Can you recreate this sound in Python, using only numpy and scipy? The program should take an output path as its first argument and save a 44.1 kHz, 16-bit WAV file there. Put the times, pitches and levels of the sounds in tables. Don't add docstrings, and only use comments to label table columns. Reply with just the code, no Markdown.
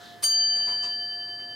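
import sys
import numpy as np
from scipy import signal
from scipy.fft import rfft, irfft, next_fast_len
from scipy.io import wavfile
from scipy.ndimage import uniform_filter1d

SR = 44100
rng = np.random.default_rng(int(sys.argv[2]) if len(sys.argv) > 2 else 0)


def rack_gain(trim_db):
    fader = np.asarray(trim_db, float)
    return 10 ** (fader / 20)


def wrap_up_sound(samples):
    columns = np.atleast_2d(samples).T
    tamed = np.clip(columns, -1, 1)
    steps = np.round(tamed * 32767).astype(np.int16)
    wavfile.write(sys.argv[1], SR, steps)


N = 68355
TOUCH_S, BLOW_S = 0.222, 0.2395


def at_hz(points, hz):
    table = np.array(points)
    return np.interp(np.log(hz), np.log(table[:, 0]), table[:, 1])


def drift(rate_hz):
    knots = rng.standard_normal(int(N / SR * rate_hz) + 4)
    return 1.47 * np.interp(np.arange(N) / SR * rate_hz, np.arange(len(knots)), knots)


def ring(push, hz, t60_s, pan_db=0., lead_rad=0.):
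    pole = rack_gain(-60 / (t60_s * SR)) * np.exp(2j * np.pi * hz / SR)
    z = signal.lfilter([1], [1, -pole], push + 1e-18)
    left = rack_gain(pan_db / 2) * z.imag
    right = rack_gain(-pan_db / 2) * (z * np.exp(1j * lead_rad)).imag
    return np.array([left, right])


# frequency in Hz, left-right likeness from 0 to 1.
EAR_LIKENESS = [(40, 0.61), (300, 0.47), (1000, 0.26), (5000, 0.87), (15000, 0.34)]


def bands(spectrum, patchy_db, envelope=lambda hz: 1):
    octaves_down = np.arange(0, np.log2(spectrum[0][0] / 20000), -1 / 3)
    edges = 16500 * 2 ** octaves_down
    white = rng.standard_normal((2, 2, N))
    out, power = 0, 0
    for k, (high, low) in enumerate(zip(edges, edges[1:])):
        band = signal.butter(2, [low, high], "band", fs=SR, output="sos")
        mid, side = signal.sosfilt(band, white[k % 2])
        hz = np.sqrt(low * high)
        alike = np.clip(at_hz(EAR_LIKENESS, hz), 0, 1)
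        gain = rack_gain(at_hz(spectrum, hz))
        power += gain ** 2 * (high - low) * 2 / SR
        pair = np.sqrt(1 + alike) * mid + np.sqrt(1 - alike) * side * [[1], [-1]]
        out = out + gain * rack_gain(patchy_db * drift(14)) * envelope(hz) * pair
    return out / np.sqrt(power)


def echoes(x):
    room_t60_s, wall_cut_hz = 0.2, 9200
    size = next_fast_len(N + SR)
    w = 2 * np.pi * np.arange(size // 2 + 1) / size
    dull = 1 / np.sqrt(1 + (w * SR / (2 * np.pi * wall_cut_hz)) ** 2)
    answer = np.zeros((2, len(w)), complex)
    lags = (rng.uniform(.008, .04, 16) * SR).astype(int)
    for k, lag in enumerate(lags):
        loop = rack_gain(-60 * lag / SR / room_t60_s) * dull * np.exp(-1j * w * lag)
        answer[k % 2] += loop / (1 - loop) * (-1) ** (k // 2)
    return irfft(rfft(x.mean(0), size) * answer, size)[:, :N]


# frequency in Hz, level in dB per Hz.
AIR_COLOUR = [(25, -17), (45, -16.5), (110, -5.5), (300, -3.5), (1300, -13.5), (3500, -29.5), (5800, -26.5),
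              (9000, -28), (15000, -33)]


def room_air():
    return rack_gain(-56.5) * bands(AIR_COLOUR, 0.5)


# frequency in Hz, level in dB.
MOTOR_LINES = [(118.7, -70), (104.6, -64)]


def motors():
    t = np.arange(N) / SR
    hum = sum(rack_gain(db + 2.5 * drift(9.8)) * np.sin(2 * np.pi * hz * t) for hz, db in MOTOR_LINES)
    return hum * rack_gain(np.array([[-2.5], [2.5]]))


# time in seconds, level in dB.
WHIR_LEVEL = [(0, -54.5), (.045, -51.5), (.1, -55.5), (.16, -60.5), (.225, -59), (.4, -76.5)]
# frequency in Hz, level in dB per Hz.
WHIR_COLOUR = [(300, 2), (900, -11), (1700, 2.5), (2600, -21.5), (3400, -1.5), (5000, -3.5), (7000, -19),
               (12000, -23)]


def whir():
    level_db = np.interp(np.arange(N) / SR, *np.transpose(WHIR_LEVEL))
    return rack_gain(level_db) * bands(WHIR_COLOUR, 2.5)


PANEL_PITCH = {"door": 994, "hood": 1180, "trunk": 655, "plinth": 2150, "back": 2680}
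# start in seconds, panel name, level in dB, time to fall 60 dB in seconds.
PANEL_HITS = [(.224, "hood", -41, .2), (.258, "hood", -46, .2), (.57, "hood", -53, .3),
              (.598, "trunk", -45, .2), (.553, "plinth", -56, .12), (.67, "door", -42, .18),
              (.712, "door", -46, .25), (.665, "trunk", -53, .12), (.83, "door", -43, .2),
              (.865, "door", -49, .16), (.824, "hood", -50, .12), (.83, "back", -51, .2),
              (.675, "plinth", -55, .12)]


def panels():
    width = int(0.0078 * SR)
    turn = 2 * np.pi * np.arange(width) / SR
    out = 0
    for start_s, name, db, t60_s in PANEL_HITS:
        hz, start = PANEL_PITCH[name], int(start_s * SR)
        push = np.zeros(N)
        push[start:start + width] = np.hanning(width) * np.cos(hz * turn) * 4 / width
        out = out + rack_gain(db) * ring(push, hz, t60_s, -1.8, .3)
    return out + rack_gain(-15) * echoes(out)


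# start in seconds, level in dB,
# time to fall 60 dB in seconds, rattle pitch in Hz, rattle above the wood in dB.
LEVER_KNOCKS = [(0.221, -44.5, 0.21, 10160, 30), (0.223, -42.5, 0.25, 4910, 18), (.235, -59, 1, 65.2, 14.5),
                (0.551, -50.5, 0.17, 8700, 16), (0.593, -55.5, 0.15, 695, 14.5),
                (0.651, -54, 0.33, 5900, 14), (.672, -47.5, 0.55, 1200, 4.5), (.705, -58.5, 0.17, 5860, 15),
                (0.819, -56, 0.25, 6150, 22), (0.834, -49, 0.26, 4220, 7), (0.849, -60, 0.21, 9400, 13),
                (1.381, -58.5, .4, 4600, 1.5), (1.269, -64.5, 0.27, 5600, 10.5),
                (1.5, -64.5, 0.33, 5600, 6)]
# frequency in Hz, level in dB per Hz.
WOOD_COLOUR = [(45, -8.5), (400, -5), (1200, -7.5), (2500, -11.5), (5500, -17), (8000, -27), (12000, -29.5),
               (15000, -37.5)]


def knocks():
    rise_s, rattle_octaves = 0.015, 0.36
    t = np.arange(N) / SR
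    shapes = []
    for start_s, db, t60_s, _, _ in LEVER_KNOCKS:
        rise = np.clip((t - start_s) / rise_s, 0, 1)
        fall_db = 60 * np.clip(t - start_s - rise_s, 0, None) / t60_s
        shapes.append(rack_gain(db - fall_db) * rise)

    def envelope(hz):
        power = 0
        for shape, (_, _, _, rattle_hz, rattle_db) in zip(shapes, LEVER_KNOCKS):
            nearness = np.exp(-.5 * (np.log2(hz / rattle_hz) / rattle_octaves) ** 2)
            power = power + (shape * rack_gain(rattle_db * nearness)) ** 2
        return np.sqrt(power)
    return bands(WOOD_COLOUR, 1.96, envelope)


def hammer(hz, early, in_step_s):
    blow_width_s = 0.0011
    t = np.arange(N) / SR
    swell = np.where(t < BLOW_S, np.clip(t - TOUCH_S, 0, None), 0)
    landing = np.clip(1 - np.abs(2 * (t - BLOW_S) / blow_width_s - 1), 0, None)
    push = early * swell / swell.sum() + (1 - early) * landing / landing.sum()
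    return push * np.exp(2j * np.pi * hz * (t - in_step_s))


CLANG_PITCH = [8560, 8590, 8806, 8892, 9793, 10407, 10855, 10958, 11045, 11968, 12687, 13406, 14000, 14267]
# level in dB, time to fall 60 dB in seconds, left minus right in dB.
CLANG_MODES = [(-35, .3, -6), (-32.5, 0.18, -6), (-21, 0.16, 0), (-33, 0.25, -2.5), (-39, .22, -14),
               (-40, 0.2, -2), (-32.5, 0.23, -2), (-33.5, 0.15, 3), (-37, 0.18, -4.5), (-43.5, .25, 3),
               (-42.5, .28, -3.5), (-38, .28, 4), (-42.5, .25, 0.5), (-41, .28, 4.5)]


def clang():
    chance = rng.uniform(-1.2, 1, (len(CLANG_MODES), 2))
    dry = 0
    for hz, (db, t60_s, pan_db), (step, lead) in zip(CLANG_PITCH, CLANG_MODES, chance):
        mode = ring(hammer(hz, 1, step / hz), hz, t60_s, pan_db, 1.5 * lead)
        dry = dry + rack_gain(db) * mode * (1 + 0.4 * drift(70.3))
    return rack_gain(4.5) * (dry + rack_gain(-8.5) * echoes(dry))


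PROMPT_PITCH = [3079, 4560, 4790, 6520]
# level in dB, time to fall 60 dB in seconds.
PROMPT_MODES = [(-29.5, 0.16), (-39.5, .2), (-33, .2), (-22.5, 0.28)]


def prompt_bell():
    modes = zip(PROMPT_PITCH, PROMPT_MODES)
    return sum(rack_gain(db) * ring(hammer(hz, 0.25, .236), hz, t60_s) for hz, (db, t60_s) in modes)


BELL_PITCH = [699.0, 705.4, 1731.5, 1769.8, 3071.8, 3081.9, 4634.0, 4684.1, 6454.5, 6516.9, 7755.8, 7765.9,
              9368.0, 15711.0]
# level in dB, time to fall 60 dB in seconds,
# left minus right in dB, how far the right ear leads in radians.
BELL_PARTIALS = [(-57.5, 27, -1.5, 0.56), (-48.5, 30, -2, 0.42), (-42.5, 25, 1.5, 0.3), (-53, 19, 4, -2),
                 (-36.5, 7.6, -5, 0.94), (-34.5, 8, -4, 1.0), (-41.5, 1.2, -13, 3.3), (-16, 3.63, 1.8, .07),
                 (-36.5, 1.42, 1.5, 0.98), (-23.5, 1.255, 1, 2.5), (-56.5, 0.88, -2.5, 1.3),
                 (-68, 1.4, 3.5, -2.5), (-60, 1.8, 0, 2.2), (-54, .4, 5.5, -6.5)]
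LINGER_LEVELS = [-59, -48.5, -54, -65, -61, -75]


def bell():
    earlier_s = 4.71
    t = np.arange(N) / SR
    out = 0
    for hz, (db, t60_s, pan_db, lead_rad) in zip(BELL_PITCH, BELL_PARTIALS):
        out = out + rack_gain(db) * ring(hammer(hz, 0.33, .236), hz, t60_s, pan_db, lead_rad)
    still = np.clip((BLOW_S - t) / 0.02, 0, 1)
    for hz, db, (_, _, pan_db, lead_rad) in zip(BELL_PITCH, LINGER_LEVELS, BELL_PARTIALS):
        turn = 2 * np.pi * hz * (t + earlier_s)
        left = rack_gain(pan_db / 2) * np.sin(turn)
        right = rack_gain(-pan_db / 2) * np.sin(turn + lead_rad)
        out = out + still * rack_gain(db) * np.array([left, right])
    return out


def scene():
    background = room_air() + motors()
    movement = whir() + panels() + knocks()
    return background + movement + clang() + prompt_bell() + bell()


# low edge in Hz, high edge in Hz,
# loud partial in Hz, level against that partial in dB below which the band is lost.
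MASKED_BANDS = [(5150, 5700, 4684, -41), (5700, 6330, 4684, -42), (6750, 7650, 6517, -29),
                (7900, 8350, 6517, -31), (14500, 15600, 13406, -9)]


def masked(x):
    hz, _, z = signal.stft(x, SR, nperseg=2048)
    power = np.mean(np.abs(z) ** 2, axis=0)
    for low, high, partial, db in MASKED_BANDS:
        band = (hz > low) & (hz < high)
        loud = power[np.abs(hz - partial) < 100].sum(0)
        z[:, band] *= power[band].sum(0) > rack_gain(2 * db) * loud
    return signal.istft(z, SR, nperseg=2048)[1][:, :N]


def top_cut(x):
    return signal.sosfilt(signal.butter(12, 15720, fs=SR, output="sos"), x)


def record(dry):
    limit_db, sense_s, release_db_per_s = -20.5, 0.024, 34.5
    power = uniform_filter1d(np.mean(dry ** 2, axis=0), int(sense_s * SR))
    level_db = 10 * np.log10(power + 1e-12)
    slope = release_db_per_s * np.arange(N) / SR
    over_db = np.maximum.accumulate(np.clip(level_db - limit_db, 0, None) + slope) - slope
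    mix = masked(dry * rack_gain(-over_db))
    return top_cut(mix)


dry = scene()
out = record(dry)
wrap_up_sound(out)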